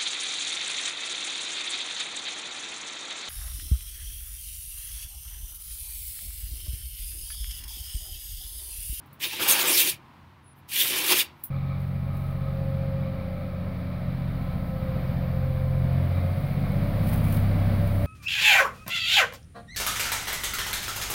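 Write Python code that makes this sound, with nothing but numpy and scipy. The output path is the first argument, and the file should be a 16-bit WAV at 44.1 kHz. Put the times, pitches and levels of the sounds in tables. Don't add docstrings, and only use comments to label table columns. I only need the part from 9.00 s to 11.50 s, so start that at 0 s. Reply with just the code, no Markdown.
import sys
import numpy as np
from scipy import signal
from scipy.fft import rfft, irfft, next_fast_len
from scipy.io import wavfile
from scipy.ndimage import uniform_filter1d, map_coordinates

SR = 44100
rng = np.random.default_rng(int(sys.argv[2]) if len(sys.argv) > 2 else 0)


def output_pcm(signal):
    pcm = np.clip(np.atleast_2d(signal).T, -1, 1) * 32767
    wavfile.write(sys.argv[1], SR, np.round(pcm).astype(np.int16))


N = 110250
TIME_S = np.arange(N) / SR
SLIPS_PER_S, SNAGS_PER_S = 12000, 3600


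def drag():
    # time_s, rasp_db, hiss_db
    pull_1 = [(0.185, -94, -86), (0.203, -47, -46), (0.235, -27, -32), (0.293, -41.5, -43),
              (0.329, -34, -39), (0.391, -37.5, -44), (0.405, -28, -33), (0.429, -28.5, -27),
              (0.47, -31, -34.5), (0.485, -23.5, -18), (0.524, -29, -19), (0.56, -27.5, -30.5),
              (0.617, -27.5, -24.5), (0.642, -32, -30.5), (0.661, -25.5, -29), (0.699, -28.5, -26),
              (0.765, -29.5, -23), (0.806, -25.5, -19), (0.845, -30, -27), (0.897, -28.5, -24.5),
              (0.935, -42.5, -43), (0.985, -68, -78)]
    pull_2 = [(1.671, -83.5, -91.5), (1.689, -51, -45.5), (1.738, -32, -33), (1.812, -28.5, -22),
              (1.852, -32, -31), (1.88, -32, -28), (1.954, -30.5, -34.5), (1.985, -28, -27.5),
              (2.03, -32.5, -34), (2.075, -29, -28), (2.122, -20, -21.5), (2.148, -28, -27.5),
              (2.18, -28.5, -26), (2.201, -20.5, -22), (2.222, -30.5, -31.5), (2.237, -48, -43),
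              (2.297, -59.5, -78), (2.35, -78.5, -92)]
    # time_s, boom_db, knock_db
    load_1 = [(0.2, -54, -75), (0.25, -44.5, -48), (0.312, -66, -66), (0.335, -47.5, -50),
              (0.388, -47, -53.5), (0.403, -39.5, -32), (0.428, -33.5, -40.5), (0.48, -49, -35),
              (0.51, -42, -33), (0.558, -44.5, -35), (0.704, -32, -36.5), (0.806, -40.5, -49.5),
              (0.836, -41.5, -47), (0.87, -36.5, -48), (0.94, -64, -59)]
    load_2 = [(1.7, -79, -66), (1.732, -59, -58.5), (1.836, -39.5, -52), (1.858, -53, -41),
              (1.894, -39, -51.5), (1.934, -40.5, -42), (2.082, -44.5, -42), (2.126, -36.5, -29),
              (2.148, -37, -42), (2.215, -49.5, -45.5), (2.29, -72.5, -67.5)]
    judder = unit(amp(0.87 * wobble(per_s=170)))
    rasp, hiss = judder * gains(pull_1, pull_2)
    boom, knock = judder * gains(load_1, load_2)
    return friction(rasp, hiss) + planter(rasp, hiss) + table_top(boom, knock)


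def friction(rasp, hiss):
    # freq_hz, density_db
    hiss_colour = [(1500, -40), (4000, -14), (5500, -6.5), (7300, -6.5), (8800, -4.5), (10000, -0.5),
                   (10900, -1.5), (12800, -1), (15800, 0)]
    rasp_colour = [(300, -37), (1300, -26), (1650, -7), (2300, -0.5), (3400, 0.5), (4200, -3), (5300, -7),
                   (7200, -14.5), (16000, -34.5)]
    fine = hiss * coloured(patchy(slips()), hiss_colour)
    coarse = rasp * coloured(patchy(slips(SNAGS_PER_S)), rasp_colour)
    return amp(3) * fine + amp(-1.5) * coarse


def planter(rasp, hiss):
    # freq_hz, width_hz, level_db
    shell_modes = [(2352, 60, -2), (2460, 45, -3), (2540, 35, -4), (2725, 35, 0), (2795, 30, -1),
                   (2978, 25, 0), (3109, 27, -1), (3335, 35, -1), (3555, 43, -3), (3727, 35, -1),
                   (4648, 20, -1), (5300, 70, -8)]
    weave_modes = [(6340, 90, -4), (8859, 45, 1), (8989, 40, 0), (9943, 60, 0), (12063, 50, 1),
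                   (13170, 70, 0), (13486, 50, 0)]
    shell = ringing(rasp * slips(SNAGS_PER_S), shell_modes)
    weave = ringing(hiss * slips(), weave_modes)
    return amp(-5) * shell + amp(-10) * weave


def table_top(boom, knock):
    # freq_hz, width_hz, level_db
    low_modes = [(175, 23, -12.5), (299.3, 39, -1), (350, 54, -1), (432, 56, -6.5), (503.4, 40, -6),
                 (623, 59, -13.5)]
    mid_modes = [(853, 44, -4), (895.4, 27, -0.5), (995, 77, -2), (1151, 60, -4), (1363, 150, -8.5),
                 (1623, 70, -4.5)]
    # freq_hz, density_db
    thrum_colour = [(30, -41.5), (150, -12.5), (330, -1.5), (520, -2.5), (720, -5.5), (1000, -3.5),
                    (1700, -0.5), (3000, -6.5), (8000, -51)]
    low = ringing(boom * slips(), low_modes)
    mid = roaming(knock, mid_modes)
    thrum = knock * coloured(slips(), thrum_colour)
    return amp(-2.5) * low + amp(-1.5) * mid + amp(1) * thrum


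def squeaks():
    # peak_s, width_s, pitch_hz, glide_oct_per_s, waver_hz, level_db
    catches = [(.338, .02, 871, 0, 110, -43.5), (0.512, 0.025, 8850, 0.5, 330, -23),
               (0.527, 0.012, 6360, -1, 200, -23.5), (0.621, 0.012, 6770, 0, 352, -31),
               (0.684, 0.011, 7880, -1, 404, -26.5), (0.713, 0.057, 9500, 4.5, 1000, -27.5),
               (0.746, 0.032, 5160, -1.5, 652, -28.5), (0.789, 0.033, 3942, -4, 552, -24.5),
               (0.815, 0.013, 2753, -1, 231, -23.5), (1.809, 0.036, 3425, 0.5, 455, -23.5),
               (2.128, 0.013, 4990, -1, 1300, -33), (2.13, 0.035, 362, 0, 70.5, -33.5)]
    rough_db, rough_cycles = 1.5, 12
    out = np.zeros(N)
    for peak_s, width_s, hz, glide, waver_hz, db in catches:
        offset_s = np.clip(TIME_S - peak_s, -0.1, 0.1)
        pitch_hz = hz * 2 ** (glide * offset_s) + waver_hz * wobble(per_s=2700)
        roughness = amp(rough_db * wobble(hz / rough_cycles))
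        out += amp(db) * swell(peak_s, width_s) * unit(roughness * sine(pitch_hz))
    return out


def thumps():
    # start_s, level_db
    jolts = [(.11, -49), (0.402, -41), (.925, -46), (2.249, -48)]
    # freq_hz, width_hz, level_db
    leg_modes = [(87.5, 26, 0.5), (132, 25, -4.5), (185, 45, -10)]
    force = sum(amp(db) * fade(start_s, t60_s=0.14) for start_s, db in jolts)
    return ringing(force * slips(), leg_modes)


def bracelet():
    # start_s, level_db
    clicks = [(.06, -56), (0.13, -48), (2.436, -38), (2.4385, -28), (2.4527, -43)]
    # freq_hz, width_hz, level_db
    bead_modes = [(8560, 570, -15.5), (9600, 570, -11.5), (11600, 1700, -7), (13000, 900, -4.5),
                  (15200, 700, -1.5)]
    # freq_hz, gain_db
    bead_colour = [(4000, -2), (7400, -12.5), (8300, -5.5), (15800, -4.5)]
    click_t60_s, rattle_t60_s = 0.0099, 0.098
    force = sum(amp(db) * (fade(s, click_t60_s) + fade(s, rattle_t60_s)) for s, db in clicks)
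    beads = ringing(force * slips(), bead_modes)
    return filtered(beads, lambda hz: amp(along(bead_colour, hz)))


def leaves():
    # peak_s, width_s, level_db
    brushes = [(1.586, 0.031, -63), (2.418, 0.062, -66)]
    # freq_hz, density_db
    leaf_colour = [(5000, -30.5), (9000, -9.5), (11500, 3.5), (15800, -2)]
    envelope = sum(amp(db) * swell(peak_s, width_s) for peak_s, width_s, db in brushes)
    return envelope * coloured(slips(), leaf_colour)


def chirp():
    # time_s, pitch_hz, level_db
    contour = [(1.425, 9960, -89), (1.445, 9900, -66), (1.485, 9920, -60), (1.533, 9680, -65),
               (1.542, 9550, -93.5)]
    time_s, hz, db = np.transpose(contour)
    pitch_hz = np.interp(TIME_S, time_s, hz) * (1 + 0.012 * wobble(per_s=500))
    flutter = amp(3.5 * wobble(per_s=220))
    envelope = gains(np.transpose([time_s, db]))[0]
    return envelope * unit(flutter * sine(pitch_hz))


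def yard(x):
    # freq_hz, t60_s
    decay = [(200, 0.14), (2500, 0.17), (8000, 0.09), (15000, 0.09)]
    hz, t, noise = signal.stft(rng.standard_normal(SR // 2), SR, nperseg=256)
    envelope = np.exp(-np.log(1000) * t / along(decay, hz)[:, None])
    tail = signal.istft(noise * envelope, SR, nperseg=256)[1]
    response = np.pad(tail, (SR // 200, 0)) / np.linalg.norm(tail)
    return signal.fftconvolve(x, response)[:N]


def machine_hum():
    # pitch_hz, width_hz, level_db
    tones = [(88.4, 15, -60.5), (134.3, 13, -60.5)]
    out = np.zeros(N)
    for hz, width_hz, db in tones:
        rms = amp(db + 2.6 * wobble(per_s=12))
        phase = 2 * np.pi * hz * TIME_S + wobble(2 * width_hz)
        out += rms * np.sqrt(2) * np.sin(phase)
    return out


def outdoor_air():
    # time_s, level_db
    air_level = [(0, -54.5), (1.15, -54.5), (1.48, -58), (1.7, -56), (2.3, -53.5), (2.5, -55)]
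    # freq_hz, density_db
    air_colour = [(25, -19.5), (50, -10.5), (85, -4.5), (160, -3), (260, -5), (340, -8.5), (430, -17),
                  (650, -15), (980, -7.5), (1400, -14.5), (2600, -20.5), (4200, -27.5), (7000, -41),
                  (15800, -39.5)]
    drift = amp(0.41 * wobble(per_s=4.6))
    return gains(air_level)[0] * drift * coloured(rng.standard_normal(N), air_colour)


def slips(per_s=SLIPS_PER_S, spread_db=3):
    hits = rng.random(N) < per_s / SR
    signs = np.sign(rng.standard_normal(N))
    sizes = amp(spread_db * rng.standard_normal(N))
    return unit(hits * signs * sizes)


def patchy(x, depth_db=2.4):
    bands = signal.stft(x, nperseg=256)[2]
    field = uniform_filter1d(rng.standard_normal(bands.shape), size=4, axis=0)
    field = uniform_filter1d(field, size=9, axis=1)
    return signal.istft(bands * amp(depth_db * unit(field)), nperseg=256)[1][:N]


def roaming(force, modes, depth_db=2.5):
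    shares = np.array([amp(db) * np.sqrt(width_hz) for _, width_hz, db in modes])
    out = np.zeros(N)
    for share, mode in zip(shares / np.linalg.norm(shares), modes):
        coupling = unit(amp(depth_db * wobble(per_s=14)))
        out += share * ringing(force * coupling * slips(), [mode])
    return out


def ringing(x, modes):
    def response(f):
        h = sum((-1) ** k * amp(db) * 1j * f * width / (hz * hz - f * f + 1j * f * width)
                for k, (hz, width, db) in enumerate(modes))
        return h / np.sqrt(np.mean(abs(h) ** 2))
    return filtered(x, response)


def coloured(x, spectrum):
    return unit(filtered(x, lambda hz: amp(along(spectrum, hz))))


def filtered(x, response):
    size = next_fast_len(N + SR // 2)
    return irfft(rfft(x, size) * response(np.fft.rfftfreq(size, 1 / SR)), size)[:N]


def gains(*tables):
    total = 0
    for rows in tables:
        time_s, *columns = np.transpose(rows)
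        total += amp([np.interp(TIME_S, time_s, db, left=-150, right=-150) for db in columns])
    return total


def wobble(per_s):
    knots = rng.standard_normal(int(N * per_s / SR) + 4)
    return map_coordinates(knots, [TIME_S * per_s])


def swell(peak_s, width_s):
    return np.exp(-2 * ((TIME_S - peak_s) / width_s) ** 2)


def fade(start_s, t60_s):
    age_s = TIME_S - start_s
    return (age_s >= 0) * np.exp(-np.log(1000) * np.maximum(age_s, 0) / t60_s)


def sine(pitch_hz):
    return np.sin(2 * np.pi * np.cumsum(pitch_hz) / SR)


def along(points, hz):
    freq_hz, values = np.transpose(points)
    return np.interp(np.log(hz + 1), np.log(freq_hz + 1), values)


def amp(db):
    return 10 ** (np.asarray(db) / 20)


def unit(x):
    return x / np.sqrt(np.mean(x ** 2) + 1e-20)


def scene():
    near = drag() + squeaks() + thumps() + leaves() + bracelet()
    return (near + amp(-14) * yard(near) + chirp() + machine_hum() + outdoor_air())[None]


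def record(dry):
    top_hz, edge_hz = 15950, 350

    def response(hz):
        return np.sin(np.pi / 2 * np.clip((top_hz - hz) / edge_hz, 0, 1)) ** 2
    return np.array([filtered(x, response) for x in dry])


dry = scene()
out = record(dry)
output_pcm(out)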